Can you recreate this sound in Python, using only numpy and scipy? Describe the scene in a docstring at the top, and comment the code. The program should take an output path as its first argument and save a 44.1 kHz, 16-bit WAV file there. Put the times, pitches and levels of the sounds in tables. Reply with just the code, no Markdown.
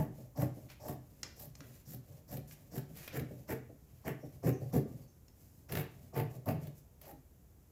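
"""Tailor's shears cut cotton along a paper pattern on a table in a small room, one microphone above the table.
Each stroke is random grains under a swell of blade pressure, filtered as edges, threads, cloth and table top.
Between strokes, filtered noise makes pivot clicks, paper snaps and bumps; grains make reopenings and rustles.
Behind them lie room noise, a faint hiss, a thin electrical whine and a distant bird of gliding sine chirps.
Most sounds carry a diffuse room tail; event levels in the tables are settings before each layer's trim."""
import sys
import numpy as np
from scipy import signal
from scipy.fft import rfft, irfft, next_fast_len
from scipy.io import wavfile
from scipy.ndimage import map_coordinates

SR = 44100
rng = np.random.default_rng(int(sys.argv[2]) if len(sys.argv) > 2 else 0)


def store_pcm(level_fs):
    """Save levels as 16-bit WAV."""
    pcm = np.round(np.clip(level_fs, -1, 1) * 32767).astype(np.int16)
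    wavfile.write(sys.argv[1], SR, np.atleast_2d(pcm).T)


N = 340011  # length in samples, about 7.7 s
T = np.arange(SR // 2) / SR  # time within one event (s)


# Cuts of the shears through the cloth; the last row is a soft rub as the shears are lifted away.
# Threads, cloth crunch and three table layers, then the hand's timing:
# start_s, snap_db, crunch_db, knock_db, rasp_db, boom_db, lead_in_s, bite_s, reopening_s
SHEAR_STROKES = [(0.0034, -40.5, -58, -39, -41, -30, 0.035, 0.024, 0.16),
                 (0.401, -35, -57.5, -39, -40, -30, 0.048, .037, 0.16),
                 (0.8864, -37, -64.5, -44.5, -47, -42, 0.091, 0.031, 0.35),
                 (1.4058, -38, -79, -58, -61, -54.5, 0.053, 0.043, 0.19),
                 (1.897, -38.5, -73, -66, -57.5, -46.5, 0.048, 0.044, 0.18),
                 (2.3281, -37, -65, -49, -51, -40.5, 0.054, .029, 0.27),
                 (2.757, -36, -62, -48.5, -45.5, -38.5, 0.051, 0.028, 0.15),
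                 (3.158, -34, -51, -48, -41.5, -37, 0.037, 0.021, 0.19),
                 (3.5051, -34, -49.5, -39.5, -37.5, -38, .033, 0.025, 0.88),
                 (4.075, -35.5, -47.5, -39.5, -38.5, -37.5, 0.033, .016, 0.25),
                 (4.463, -33.5, -52.5, -38.5, -31.5, -28, 0.037, .031, 0.15),
                 (4.7414, -33.5, -57.5, -37, -31.5, -26, 0.023, .028, 0.199),
                 (5.7666, -31, -53, -42, -40.5, -36, 0.084, 0.032, .23),
                 (6.17, -34, -54.5, -37.5, -36.5, -32, 0.041, .034, 0.086),
                 (6.477, -35.5, -57.5, -35, -37.5, -31, 0.018, .029, 0.1),
                 (7.0808, -43, -73.5, -52.5, -58, -68, 0.067, 0.025, 1)]
# Spectrum of parting threads: pitch_hz, level_db
THREAD_SPECTRUM = [(2000, -22), (5000, -18), (8800, -25), (10500, -13.5), (12000, -7.5), (13300, -5.5),
                   (15000, -10), (16000, -19)]
# Spectrum of crunching cloth: pitch_hz, level_db
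CRUNCH_SPECTRUM = [(500, -25.5), (1000, -5), (1350, -5), (1750, 3), (2350, -4), (2800, -6.5), (3800, -23),
                   (5000, -33), (10000, -33)]
# Spectrum of paper being bitten or moved: pitch_hz, level_db
PAPER_SPECTRUM = [(300, 3.5), (900, -3), (1400, -1.5), (2400, 2), (3500, -5.5), (5000, -6.5), (9000, -22.5),
                  (16000, -49)]
# Spectra of the force on the table, as knock, rasp and low boom: pitch_hz, level_db
KNOCK_SPECTRUM = [(300, -23.5), (550, 2.5), (750, 3.5), (900, 4.5), (1120, -2), (1500, -10.5),
                  (4000, -44.5)]
RASP_SPECTRUM = [(100, -44.5), (200, -3), (320, 3), (460, 5.5), (600, -6), (800, -3), (1200, -27),
                 (4000, -76)]
BOOM_SPECTRUM = [(30, -8.5), (60, -3), (130, -1.5), (220, -0.5), (320, -10.5), (600, -25), (1500, -69)]
# Resonances of the table top: pitch_hz, width_hz, level_db
TABLE_MODES = [(91.6, 24, -6), (125.6, 7.5, 5.5), (147.6, 11.7, 2), (219.8, 55.6, -7), (258.3, 42, -2.5),
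               (305.8, 28, -1.5), (382.4, 20.6, -2), (432, 31, -3.5), (465.5, 33, -1.5), (553.7, 59, 3),
               (642, 101, -0.5), (747, 37, -1), (806, 15.3, -1.5), (875, 26, -6.5), (1148, 113, -12)]
TURN_S = 5.2  # cuts after this run across the strip
TURNED_EDGE_DB, TURNED_PAPER_DB = -3.5, 1  # then the edges hiss less and bite paper too (against the crunch)
EDGE_DB = -26  # edge hiss against the snap_db column
TABLE_EARLY_S = 0.0092  # table layers start early, since their filters speak about 10 ms late
SHUT_AFTER_S, SHUT_DB = 0.01397, -43.5  # a soft thud just after every bite; in a cut, the handles meet


def strokes():
    """Edges slide first, then threads part in clumps and the resting blade passes each snap into the table."""
    out = np.zeros(N)
    early = 0.12  # room before the bite for the lead-in (s)
    t = T - early
    for start, snap_db, crunch_db, knock_db, rasp_db, boom_db, lead, bite, _ in SHEAR_STROKES:
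        turned = start > TURN_S

        # a shared uneven catch makes fine fibres and thicker yarns part in clumps
        catch = amp(3.5 * wobble(len(T), rate=200))
        fibres = catch * grains(len(T), rate=5000, spread_db=4.5)
        yarns = catch * grains(len(T), rate=1100, spread_db=3.5)

        snap_force = squeeze(t, lead, bite, swell_db=19, release=0.13)
        snap = amp(snap_db - 16) * burst(fibres, snap_force, THREAD_SPECTRUM)
        slide = amp(snap_db + EDGE_DB + turned * TURNED_EDGE_DB) * edge_hiss(t, lead, bite)

        # the crunch envelope runs 2 ms behind that of the snaps
        shearing = squeeze(t - 0.002, lead, bite, swell_db=16, release=0.11)
        cloth = burst(yarns + 0.5 * fibres, shearing, CRUNCH_SPECTRUM)
        paper = turned * amp(TURNED_PAPER_DB) * burst(fibres, shearing, PAPER_SPECTRUM)
        crunch = amp(crunch_db) * (cloth + paper)

        press = squeeze(t + TABLE_EARLY_S, lead, bite, swell_db=15, release=0.12)
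        knock = amp(knock_db) * burst(yarns, press, KNOCK_SPECTRUM, TABLE_MODES)
        rasp = amp(rasp_db + 1) * burst(yarns, press, RASP_SPECTRUM, TABLE_MODES)
        boom = amp(boom_db - 1.5) * burst(yarns, press, BOOM_SPECTRUM, TABLE_MODES)

        shear = room(snap + slide + crunch, wet_db=-7)
        table = room(knock + rasp, wet_db=-8) + room(boom, wet_db=-7.5)
        add(out, start - early, shear + table)
        add(out, start + bite + SHUT_AFTER_S, thud(SHUT_DB))
    return out


def squeeze(t, lead, bite, swell_db, release):
    """Blade pressure: it builds over the lead-in, holds through the bite and lets go (60 dB per release)."""
    touch = np.clip((t + lead) / 0.01, 0, 1)
    build_db = swell_db * np.clip(t / lead, -1, 0)
    let_go_db = -60 * np.maximum(t - bite, 0) / release
    return touch * amp(build_db + let_go_db)


EDGE_START_HZ, EDGE_END_HZ = 5500, 7240  # hiss band with the edges' crossing point at the pivot, at the tip


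def edge_hiss(t, lead, bite):
    """Steel slides on steel; a crossfade of two narrow bands lifts the hiss through the stroke."""
    travel = np.clip((t + lead) / (lead + bite), 0, 1)
    pressure = squeeze(t, lead, bite, swell_db=4.5, release=0.017)
    hiss = np.zeros(len(T))
    for hz, share in ((EDGE_START_HZ, 1 - travel), (EDGE_END_HZ, travel)):
        slips = grains(len(T), rate=5300, spread_db=0.5)
        hiss += burst(slips, pressure * np.sqrt(share), hump(hz, below_db=36, above_db=30))
    return hiss


REOPEN_AFTER_S, REOPEN_TYPICAL_S = 0.09, 0.2  # pause after a bite; length of an ordinary reopening
# settings of an ordinary reopening, before the trims in friction()
REOPEN_HISS_DB, REOPEN_PAPER_DB, REOPEN_DRAG_DB, REOPEN_RUMBLE_DB = -68.5, -71, -64, -54.5
HISS_SPEED_DB, PAPER_SPEED_DB, TABLE_SPEED_DB = 4.5, 3.5, 9  # gain for each doubling of the speed


def reopenings():
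    """After each cut the blades open and nose forward: the quicker, the louder."""
    out = np.zeros(N)
    for start, *_, bite, length in SHEAR_STROKES[:-1]:  # not after the closing soft rub
        speed = np.log2(REOPEN_TYPICAL_S / length)  # doublings of the ordinary speed
        hiss_db = REOPEN_HISS_DB + HISS_SPEED_DB * speed
        paper_db = REOPEN_PAPER_DB + PAPER_SPEED_DB * speed
        drag_db = REOPEN_DRAG_DB + TABLE_SPEED_DB * speed
        rumble_db = REOPEN_RUMBLE_DB + TABLE_SPEED_DB * speed
        add(out, start + bite + REOPEN_AFTER_S, friction(length, hiss_db, paper_db, drag_db, rumble_db))
    return out


# Spectrum of rubbed cloth, also used for the background hiss: pitch_hz, level_db
CLOTH_SPECTRUM = [(2000, -44), (3800, -11), (5000, -1), (7200, 4), (8800, -2.5), (11000, 3), (12800, 5),
                  (15000, 6), (16000, -17)]


def friction(length, hiss_db, paper_db, drag_db, rumble_db):
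    """One swell of fine friction: cloth hisses, paper rustles and the table murmurs below."""
    swell = np.sqrt(np.abs(np.sin(np.pi * np.clip(T / length, 0, 1))))
    unevenness = amp(2 * wobble(len(T), rate=60))
    force = unit(unevenness * grains(len(T), rate=5000, spread_db=3.5))
    cloth = amp(hiss_db - 2) * burst(force, swell, CLOTH_SPECTRUM)
    paper = amp(paper_db - 7) * burst(force, swell, PAPER_SPECTRUM)
    drag_spectrum = hump(366, below_db=3, above_db=8)
    drag = amp(drag_db) * burst(force, swell, drag_spectrum, TABLE_MODES)
    rumble = amp(rumble_db - 2) * burst(force, swell, BOOM_SPECTRUM, TABLE_MODES)
    return room(cloth + paper + drag, wet_db=-6) + rumble


# Clicks of the pivot and blades, each with a hollow clack: start_s, click_db, clack_db
STEEL_CLICKS = [(0.7012, -50, -52.5), (1.2318, -30, -41), (1.5534, -47, -67), (1.606, -49.5, -50),
                (2.5108, -54, -53.5), (5.2827, -55.5, -72)]
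# Spectrum of the steel blades: pitch_hz, level_db
STEEL_SPECTRUM = [(400, -18), (1250, -11), (1800, -15), (2450, -10), (3300, -15), (4100, -11), (4430, -3),
                  (4750, -9), (5400, 2), (6150, -5), (7100, -3), (7900, -17), (12000, -21), (16000, -28)]


def clicks():
    """The blades catch on each other; the hand damps their ring at once."""
    out = np.zeros(N)
    fade = (1 - np.exp(-T / 0.0015)) * amp(-60 * T / 0.018)
    for start, click_db, clack_db in STEEL_CLICKS:
        ring = amp(click_db + 4) * burst(rng.standard_normal(len(T)), fade, STEEL_SPECTRUM)
        clack = amp(clack_db + 7) * burst(rng.standard_normal(len(T)), fade, PAPER_SPECTRUM)
        add(out, start - 0.001, room(ring, wet_db=-9) + room(clack, wet_db=-2))
    return out


# Single snaps of paper and taut cloth: start_s, crack_db, body_db
LONE_SNAPS = [(2.3703, -35.5, -48.5), (2.7792, -50, -43.5), (2.9707, -39, -69), (3.077, -36, -35),
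              (3.1956, -37, -39.5), (5.695, -51, -45.5), (5.722, -28, -38), (5.7522, -34, -32.5),
              (5.7716, -41, -32.5), (6.1969, -42, -42), (6.458, -41, -68), (6.4872, -34, -37.5),
              (6.6703, -42.5, -50), (7.0142, -41, -55.5)]


def snaps():
    """Paper and taut threads give way in a few milliseconds: a bright crack over a papery body."""
    out = np.zeros(N)
    fade = (1 - np.exp(-T / 0.0012)) * amp(-60 * T / 0.022)
    for start, crack_db, body_db in LONE_SNAPS:
        crack = amp(crack_db - 3.5) * burst(rng.standard_normal(len(T)), fade, THREAD_SPECTRUM)
        body = amp(body_db - 0.5) * burst(rng.standard_normal(len(T)), fade, PAPER_SPECTRUM)
        add(out, start, room(crack + body, wet_db=-6))
    return out


# The shears bump the table as they move on: start_s, thud_db, scuff_db
TABLE_BUMPS = [(0.18, -44, -56), (0.563, -37, -52), (1.602, -43.5, -70), (2.371, -32, -53.5),
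               (3.201, -28.5, -43), (3.305, -36, -49), (3.687, -44, -51), (4.227, -40, -44),
               (4.605, -32, -45), (4.932, -37.5, -65), (6.532, -28, -48), (6.663, -36, -67)]
SCUFF_T60_S = 0.14


def bumps():
    """The shears land on the table with a thud and scuff a little way."""
    out = np.zeros(N)
    fade = amp(-60 * T / SCUFF_T60_S)
    scuff_spectrum = hump(314, below_db=9.5, above_db=10.5)
    for start, thud_db, scuff_db in TABLE_BUMPS:
        scrape = burst(rng.standard_normal(len(T)), fade, scuff_spectrum, TABLE_MODES)
        scuff = amp(scuff_db) * scrape
        add(out, start, thud(thud_db) + room(scuff, wet_db=-8))
    return out


def thud(db):
    """A soft contact through the cloth sets the table's low modes ringing."""
    contact = amp(-60 * T / 0.052) * rng.standard_normal(len(T))
    ringing = colour(contact, BOOM_SPECTRUM, TABLE_MODES)
    return room(amp(db - 3.5) * ringing / np.abs(ringing).max(), wet_db=-4)


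# Hands shift the work: start_s, length_s, cloth_db, paper_db
HAND_RUSTLES = [(0.684, 0.058, -62, -53.5), (1.64, .19, -64.5, -66.5), (2.474, 0.07, -57, -66),
                (2.94, 0.16, -55.5, -53), (3.074, 0.1, -78, -51), (3.85, 0.22, -76, -75),
                (5.323, 0.34, -69.5, -77.5), (6.581, 0.12, -73, -63.5), (6.749, 0.062, -65, -76),
                (7.009, 0.063, -64, -59)]
RUSTLE_DRAG_DB, RUSTLE_RUMBLE_DB = -79, -62.5  # the table under the hands, before the trims in friction()


def rustles():
    """The hands push cloth and paper pattern over the table."""
    out = np.zeros(N)
    for start, length, cloth_db, paper_db in HAND_RUSTLES:
        add(out, start, friction(length, cloth_db, paper_db, RUSTLE_DRAG_DB, RUSTLE_RUMBLE_DB))
    return out


# Chirps of a distant bird: start_s, length_s, start_pitch_hz, end_pitch_hz, level_db
BIRD_CHIRPS = [(4.195, 0.067, 5730, 5500, -65), (4.523, 0.021, 6800, 5160, -54),
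               (4.607, .02, 4630, 4100, -69), (5.003, 0.045, 5140, 4150, -68.5),
               (5.076, .02, 6900, 5260, -61.5)]


def bird():
    """Thin wavering chirps from afar: gliding sines with more echo than direct sound."""
    out = np.zeros(N)
    for start, length, start_hz, end_hz, db in BIRD_CHIRPS:
        progress = np.clip(T / length, 0, 1)
        hz = start_hz + (end_hz - start_hz) * progress + 260 * wobble(len(T), rate=350)
        tone = np.sin(2 * np.pi * np.cumsum(hz) / SR)
        chirp = amp(db - 8) * np.sin(np.pi * progress) * tone
        add(out, start, room(chirp, wet_db=1.5))
    return out


def background():
    """Low room noise and a faint hiss, both filtered noise, and a thin electrical whine, a steady sine."""
    air_spectrum = [(20, -25.5), (60, 1), (105, -2.5), (200, -11), (500, -20.5), (1200, -32.5),
                    (4000, -42), (15000, -73)]  # pitch_hz, level_db
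    air = unit(colour(rng.standard_normal(N), air_spectrum))
    hiss = unit(colour(rng.standard_normal(N), CLOTH_SPECTRUM))
    whine = np.sin(2 * np.pi * 12516 * np.arange(N) / SR)
    return amp(-61.5) * air + amp(-75) * hiss + amp(-91) * whine


# Decay of the small room: pitch_hz, t60_s
ROOM_DECAY = [(120, 0.44), (500, 0.37), (1500, 0.43), (4000, 0.43), (9000, 0.25), (15000, 0.14)]


def room(x, wet_db):
    """x with a diffuse tail 5 ms behind; the treble dies first."""
    hz, t, z = signal.stft(rng.standard_normal(SR // 2), SR, nperseg=256)
    decay = amp(-60 * t / along(ROOM_DECAY, hz)[:, None])
    tail = signal.istft(z * decay, SR, nperseg=256)[1]
    tail = np.pad(tail / np.linalg.norm(tail), (SR // 200, 0))
    return x + amp(wet_db) * signal.fftconvolve(x, tail)[:len(x)]


def grains(size, rate, spread_db):
    """Tiny slips and snaps at random moments, about rate a second, of uneven strength."""
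    chance, strength = rng.random(size), rng.standard_normal(size)
    sign = rng.choice([-1, 1], size)
    return unit((chance < rate / SR) * sign * amp(spread_db * np.clip(strength, -2, 2)))


def burst(force, envelope, spectrum, body=None):
    """A shaped force sounding through a filter, with the energy of its envelope."""
    x = colour(force * envelope, spectrum, body)
    return unit(x) * np.sqrt(np.mean(envelope ** 2))


def colour(x, spectrum, body=None):
    """Causal (minimum-phase) filter with the given spectrum, then an optional resonant body."""
    m = 2 * next_fast_len(len(x) // 2 + SR // 8)
    hz = np.fft.rfftfreq(m, 1 / SR)
    cepstrum = irfft(np.log(amp(along(spectrum, hz))))
    response = np.exp(rfft(2 * cepstrum[:m // 2], m) - cepstrum[0])
    if body is not None:
        modes = 0
        for k, (f, width, db) in enumerate(body):
            damping = 1j * hz * width
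            modes = modes + (-1) ** k * amp(db) * damping / (f * f - hz * hz + damping)  # signs alternate
        response = response * modes
    return irfft(rfft(x, m) * response, m)[:len(x)]


def hump(hz, below_db, above_db):
    """A broad spectral hill; slopes in dB an octave, half as steep again past an octave above."""
    return [(hz / 4, -2 * below_db), (hz / 2, -below_db), (hz, 0), (hz * 2, -above_db), (hz * 8, -4 * above_db)]


def wobble(size, rate):
    """A smooth random curve, rate knots a second."""
    knots = rng.standard_normal(size // 16)
    return map_coordinates(knots, [np.arange(size) * rate / SR], mode="mirror")


def along(points, hz):
    """(Hz, value) points read on a log frequency axis."""
    f, v = np.transpose(points)
    return np.interp(np.log(hz + 1), np.log(f), v)


def amp(db):
    """Decibels to gain."""
    return 10 ** (np.asarray(db) / 20)


def unit(x):
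    """x scaled to rms 1."""
    return x / np.sqrt(np.mean(x ** 2) + 1e-20)


def add(track, s, x):
    """Mix x into the track from time s, cut off at the track's ends."""
    i = round(s * SR)
    part = x[max(-i, 0):N - i]
    track[max(i, 0):][:len(part)] += part


def scene():
    """Everything at one microphone above the table."""
    shears = strokes() + reopenings() + clicks()
    work = snaps() + bumps() + rustles()
    return (shears + work + bird() + background())[None]


TOP_HZ = 15850  # band limit of the recorder


def record(dry):
    """The recorder keeps nothing above its band limit."""
    m = next_fast_len(N + SR // 4)
    kept = np.fft.rfftfreq(m, 1 / SR) < TOP_HZ
    return irfft(rfft(dry, m) * kept, m)[:, :N]


dry = scene()
out = record(dry)
store_pcm(out)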